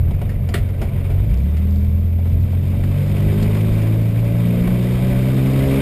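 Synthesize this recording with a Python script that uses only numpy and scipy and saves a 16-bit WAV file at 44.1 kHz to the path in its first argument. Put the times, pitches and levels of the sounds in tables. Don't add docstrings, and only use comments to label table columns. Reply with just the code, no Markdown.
import sys
import numpy as np
from scipy import signal
from scipy.fft import rfft, irfft, next_fast_len
from scipy.io import wavfile
from scipy.ndimage import uniform_filter1d

SR = 44100
rng = np.random.default_rng(int(sys.argv[2]) if len(sys.argv) > 2 else 0)


def field_ratio(decibels):
    return 10 ** (np.asarray(decibels, dtype=float) / 20)


def transcribe(signal):
    frames = np.atleast_2d(signal).T
    limited = np.clip(frames, -1, 1)
    pcm = np.round(limited * 32767).astype(np.int16)
    wavfile.write(sys.argv[1], SR, pcm)


N = 256220
PADDED = next_fast_len(N)
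HZ = np.maximum(np.arange(PADDED // 2 + 1) * SR / PADDED, 1)
TIME_S = np.arange(N) / SR

CURVED_ORDERS = (2, 3, 4, 5, 6, 7, 8, 9, 10)


def rms_one(x):
    return x / np.sqrt(np.mean(x ** 2) + 1e-20)


def in_time(rows):
    time_s, value = np.transpose(rows)
    return np.interp(TIME_S, time_s, value)


def at_hz(points, hz):
    point_hz, level_db = np.transpose(points)
    return np.interp(np.log(hz), np.log(point_hz), level_db)


def bell(centre_s, width_s):
    return np.exp(-((TIME_S - centre_s) / width_s) ** 2)


def drift(rate_hz):
    r = np.exp(-80 * np.pi * rate_hz / SR)
    slow = signal.lfilter([1], [1, -2 * r, r * r], rng.standard_normal(N // 40 + 2002))[2000:]
    return np.interp(np.arange(N) / 40, np.arange(len(slow)), rms_one(slow))


def band_pass(x, order, low_hz, high_hz):
    return signal.sosfilt(signal.butter(order, [low_hz, high_hz], "band", fs=SR, output="sos"), x)


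def mode_gain(modes, hz):
    return np.sqrt(sum(field_ratio(db) ** 2 / (1 + (2 * (hz - f) / w) ** 2) for f, w, db in modes))


def coloured(x, spectrum, tint):
    gain = field_ratio(at_hz(spectrum, HZ)) * tint
    return rms_one(irfft(rfft(x, PADDED) * gain, PADDED)[:N])


def cab_gain(hz):
    # pitch_hz, width_hz, level_db
    cab_modes = [(47, 28, 10.5), (83, 45, 12.5), (136, 19, -19), (191.4, 22.3, 12.5), (280, 81, -38.5),
                 (333, 29, -2.5), (441, 22, -5.5), (493, 86, -9.5), (576, 35, -1), (669, 40, -3.5)]
    return mode_gain(cab_modes, hz)


def road(idle):
    # pitch_hz, density_db (per Hz)
    rumble_spectrum = [(12, -16), (22, 1), (40, 2.5), (70, -1), (100, -1), (140, 2), (200, -19), (280, -12),
                       (400, -56)]
    # centre_s, rise_db
    bumps = [(.1, 5.5), (.4, 2.5), (.63, 1), (.9, 1.5), (1.28, 9.5), (1.96, 6), (2.39, 9), (2.75, 6),
             (2.95, 5.5), (3.2, 9), (3.45, 6.5), (3.75, 6.5), (4.05, 2), (4.72, 5), (5.1, 8), (5.35, 2.5),
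             (5.6, 7.5)]
    level_db = -30.5 + 6 * idle
    level_db = level_db + sum(rise_db * bell(centre_s, width_s=0.11) for centre_s, rise_db in bumps)
    lumps_db = 1.5 * drift(11)
    rumble = coloured(rng.standard_normal(N), rumble_spectrum, 0.5 + cab_gain(HZ))
    return field_ratio(level_db + lumps_db) * rumble


def knocks():
    # start_s, peak_db, thud_db, t60_s, crack_db (re peak)
    blows = [(0.1084, -35.5, -24, 0.06, -25), (0.2149, -35.5, -26, 0.13, -29),
             (0.291, -32.5, -34, 0.24, -9.5), (0.4875, -32, -24.5, 0.15, 0),
             (0.5397, -13, -15.5, 0.13, -32), (0.5762, -25.5, -24.5, 0.17, -28),
             (0.6863, -39, -36, 0.22, -18), (0.8144, -28.5, -20, 0.2, -11.5),
             (1.101, -35.5, -26.5, 0.34, -15), (1.568, -33, -36, 0.12, -16), (2.1865, -50, -29, 0.044, -21),
             (2.2558, -57, -27, 0.09, -21), (2.5305, -47, -31, 0.11, -7), (2.7375, -59, -33, 0.071, -25),
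             (2.8365, -29.5, -20.5, 0.076, -23), (3.17, -35, -27, 0.1, -13), (3.4246, -33, -27, 0.1, 4.5),
             (3.8186, -36.5, -26.5, 0.09, 0), (4.6745, -31, -14, 0.067, -25)]
    # pitch_hz, level_db, t60_s
    lever_modes = [(206, 4, 0.18), (413, -1, .07), (570, -2.5, 0.072), (676, 0, 0.044), (950, -5.5, 0.039),
                   (1384, -12, 0.088), (1460, -5.5, 0.037), (1910, 3, 0.015), (2210, -5, 0.031)]
    out = np.zeros(N)
    t = np.arange(int(0.3 * SR)) / SR
    for start_s, peak_db, thud_db, t60_s, crack_db in blows:
        contact = (1 - np.exp(-t / 0.0011)) * (1 + 0.92 * np.exp(-t / 0.0044))
        decay = field_ratio(-60 * t / np.clip(t60_s, 0.02, 0.3))
        rattle = rng.standard_normal(len(t)) * contact * decay
        low = 0.45 * band_pass(rattle, 2, 180, 1150)
        high = 0.8 * band_pass(rattle, 3, 650, 3500)
        crack = band_pass(rattle * field_ratio(-10 * t / 0.05), 3, 3000, 5000)
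        strengths_db = rng.normal(0, 2.0, len(lever_modes))
        for (hz, db, ring_s), extra_db in zip(lever_modes, strengths_db):
            r = field_ratio(-60 / (0.5 * ring_s * SR))
            w = 2 * np.pi * hz / SR
            rung = signal.lfilter([0, 0.035 * np.sin(w)], [1, -2 * r * np.cos(w), r * r], rattle)
            rung = rung * field_ratio(db + extra_db)
            if hz < 800:
                low = low + rung
            else:
                high = high + rung
        high = high / abs(high).max() + field_ratio(crack_db) * crack / abs(crack).max()
        blow = field_ratio(peak_db) * high + field_ratio(thud_db + 3.0) * low / abs(low).max()
        i = round(start_s * SR)
        out[i:i + len(t)] += blow[:N - i]
    return out


def crank_angle(turns_per_s):
    return 2 * np.pi * np.cumsum(uniform_filter1d(turns_per_s, size=2500)) / SR


def gated_noise(angle, turn_db, firing_db, uneven_db):
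    firing = (angle / np.pi).astype(int)
    uneven = uniform_filter1d(rng.standard_normal(N)[firing], size=90)
    swell_db = turn_db * np.cos(angle) + firing_db * np.cos(2 * angle + np.pi) + uneven_db * uneven
    return rng.standard_normal(N) * field_ratio(swell_db)


def roar(angle, roar_db):
    # pitch_hz, density_db (per Hz)
    roar_spectrum = [(100, -29), (200, 4), (300, 3), (420, 6), (580, 2.5), (720, -1), (850, -6.5),
                     (1100, -17.5)]
    noise = gated_noise(angle, turn_db=1.0, firing_db=1.5, uneven_db=0.4)
    return field_ratio(roar_db + 1.5) * coloured(noise, roar_spectrum, 0.14 + cab_gain(HZ))


def clatter(angle, effort_db, idle):
    # pitch_hz, density_db (per Hz)
    clatter_spectrum = [(470, -32), (800, -0.5), (1050, 0.5), (1370, -7), (1520, -3), (1660, -5),
                        (1880, -6.5), (1970, -4), (2270, -4), (2510, -4), (3660, -9), (4120, -14),
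                        (4990, -13.5), (5900, -28), (7670, -43), (13000, -120)]
    # pitch_hz, width_hz, level_db
    tin_modes = [(1300, 50, 0), (1990, 90, 2), (2290, 150, 5), (3180, 90, 1), (3660, 80, 6), (4200, 80, 1),
                 (5100, 200, 3)]
    top_db = -2.5 - 3.5 * idle
    noise = gated_noise(angle, turn_db=1.0, firing_db=0.5, uneven_db=1.2)
    hiss = rfft(coloured(noise, clatter_spectrum, 0.6 + 0.4 * mode_gain(tin_modes, HZ)), PADDED)
    octave = np.log2(HZ / 600)
    together = drift(23.0)
    out = 0
    for k in range(8):
        share = np.cos(np.pi / 2 * np.clip(2 * octave - k, -1, 1)) ** 2
        band = irfft(hiss * share, PADDED)[:N]
        flicker_db = 0.5 * together + 1.2 * drift(21)
        out = out + band * field_ratio(flicker_db + top_db * np.clip((k - 4) / 2, 0, 1))
    return field_ratio(-44 + effort_db - 0.44) * out


def tappets(angle, effort_db, idle):
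    # centre_s, rise_db
    lugs = [
        (1.41, 9.1),
        (1.76, 13),
        (2.36, 7),
    ]
    tick_db = -45 + 0.81 * effort_db - 4 * idle
    tick_db = tick_db + sum(rise_db * bell(centre_s, width_s=0.11) for centre_s, rise_db in lugs)
    seats = np.diff(np.floor(angle / np.pi), prepend=0) * field_ratio(3.0 * rng.standard_normal(N))
    decay = np.exp(-1 / (0.0014 * SR))
    bursts = signal.lfilter([1], [1, -decay], seats + 1e-18) * rng.standard_normal(N)
    return field_ratio(tick_db) * band_pass(bursts, 2, 3600, 6500)


def order_levels(turns_per_s, effort_db, idle):
    # level_db, effort_share, clutch_out_change_db
    orders = [(-19, -.5, -6), (-28, 0.92, -9.5), (-33, 1.05, 15), (-32, -0.36, -7.5), (-37, 0.63, 5),
              (-42.5, .83, -3.5), (-44.5, 1.15, -4), (-48.5, 0.76, 4.5), (-51, 1.54, 7)]
    # pitch_hz, width_hz, level_db
    path_modes = [(69.6, 26, -0.06), (107.4, 18, 2.5), (133.7, 22.6, 5), (178.2, 8.1, 4.5), (207, 8.6, 0.4),
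                  (237, 8.6, 0), (270.3, 36, -2.5), (328, 5.5, -1), (374, 34, -5.8), (407, 18, -2),
                  (470, 16, -3.5), (571, 20, 6.5), (547, 28.8, -5), (674, 33.0, -35)]
    # centre_s, change_db
    swells = [
        [(1.2, 3), (4.65, -4)],
        [(1.6, -4.5), (3.0, 3), (4.6, 0.5), (5.75, -4.5)],
        [(1.25, 1), (1.6, 5.5), (2.45, -27), (3.7, 0.5), (4.2, -10), (4.6, 0), (5.0, -5)],
        [(1.7, 8), (2.2, -3), (3.05, -12), (5.05, -7), (5.4, 4.5)],
        [(.4, 4.5), (1.8, -12), (3.8, 4), (4.2, -28), (4.8, 3.5), (5.7, 3.5)],
        [(3.3, 10), (3.65, 7), (5.6, 1.5)],
        [(3.4, 7.5), (4.65, 0)],
        [(4.55, 10), (5.1, 3), (5.6, 8)],
        [(2.9, 2), (4.35, 2.5), (4.75, -7)],
    ]
    rows = []
    for k, (db, share, idle_db), order_swells in zip(CURVED_ORDERS, orders, swells):
        waver_db = (0.4 if k == 2 else 1.0) + 0.8 * idle
        path_db = 20 * np.log10(mode_gain(path_modes, k * turns_per_s))
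        path_db = path_db + sum(change_db * bell(s, width_s=0.13) for s, change_db in order_swells)
        rows.append(db + share * effort_db + idle_db * idle + path_db + waver_db * drift(5.3))
    return rows


def exhaust_tones(turns_per_s, angle, order_db, roar_db):
    # crank_multiple, level_db
    other_orders = [(1, -3.5), (4.5, -0.5), (10.5, -13.5), (11, -3), (12, -7)]
    out = 0
    for k, db in zip(CURVED_ORDERS, order_db):
        phase = k * angle + 0.3 * drift(2.25) + rng.uniform(0, 2 * np.pi)
        out = out + field_ratio(db) * np.sin(phase)
    for k, db in other_orders:
        phase = k * angle + 0.22 * drift(1.7) + rng.uniform(0, 2 * np.pi)
        out = out + field_ratio(db + roar_db - 10.0) * cab_gain(k * turns_per_s) * np.sin(phase)
    return np.sqrt(2) * out


def scene():
    # time_s, crank_turns_per_s
    speed = [(0, 20.42), (.2, 24), (.5, 21.75), (.75, 22.96), (1.05, 22.42), (1.15, 22.61), (1.3, 28.04),
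             (1.46, 36.19), (1.55, 38.51), (1.7, 39.73), (2.3, 43.55), (2.5, 43.88), (2.9, 47.37),
             (3.5, 52.39), (4.1, 55.98), (4.9, 61.32), (5.1, 63.12), (5.81, 68.2)]
    # time_s, level_db
    effort = [(0.0, -49.5), (0.76, -49), (1.0, -46.5), (2.12, -51.5), (2.61, -48), (3.32, -39.5),
              (3.74, -40), (3.93, -42), (4.24, -42.5), (4.58, -40), (5.4, -38), (5.81, -33.5)]
    turns_per_s = in_time(speed)
    effort_db = in_time(effort) + 45
    clutch_bites_s, take_up_s = 1.15, 0.22
    idle = np.clip(1 - (TIME_S - clutch_bites_s) / take_up_s, 0, 1)
    angle = crank_angle(turns_per_s)
    roar_db = -34.5 + 0.74 * effort_db + 0.5 * idle
    order_db = order_levels(turns_per_s, effort_db, idle)
    engine = exhaust_tones(turns_per_s, angle, order_db, roar_db) + roar(angle, roar_db)
    engine = engine + clatter(angle, effort_db, idle) + tappets(angle, effort_db, idle)
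    mono = road(idle) + knocks() + engine
    return np.array([mono, mono])


def channel_grit(mono):
    # pitch_hz, side_minus_mid_db
    grit_spectrum = [(60, -46.5), (150, -38), (400, -34), (1000, -21), (2300, -30.5), (4400, -24.5),
                     (6000, -21.5), (8000, -23), (10500, -31), (12000, -37), (13500, -36), (15000, -30)]
    hz, frames, cells = signal.stft(mono, SR, nperseg=2048)
    usual = np.median(abs(cells), axis=1) * field_ratio(at_hz(grit_spectrum, hz + 1))
    fitful = field_ratio(-2.5 + 17.2 * np.clip(rng.standard_normal(len(frames)), -3, 1.1))
    grit = np.outer(usual, fitful) * np.exp(2j * np.pi * rng.random(cells.shape))
    return signal.istft(grit, SR, nperseg=2048)[1][:N]


def band_limit(x):
    return signal.sosfilt(signal.butter(12, 16450, fs=SR, output="sos"), x)


def record(dry):
    mono = 0.94 * np.tanh(dry[0] / 0.84)
    held = np.repeat(signal.resample_poly(mono, 40, 147), 4)
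    mono = signal.resample_poly(held, 147, 160)[:N]
    side = channel_grit(mono)
    top_cut = signal.cheby2(14, 45, 15450, fs=SR, output="sos")
    mix = signal.sosfilt(top_cut, [mono + side, mono - side])
    return band_limit(mix)


dry = scene()
out = record(dry)
transcribe(out)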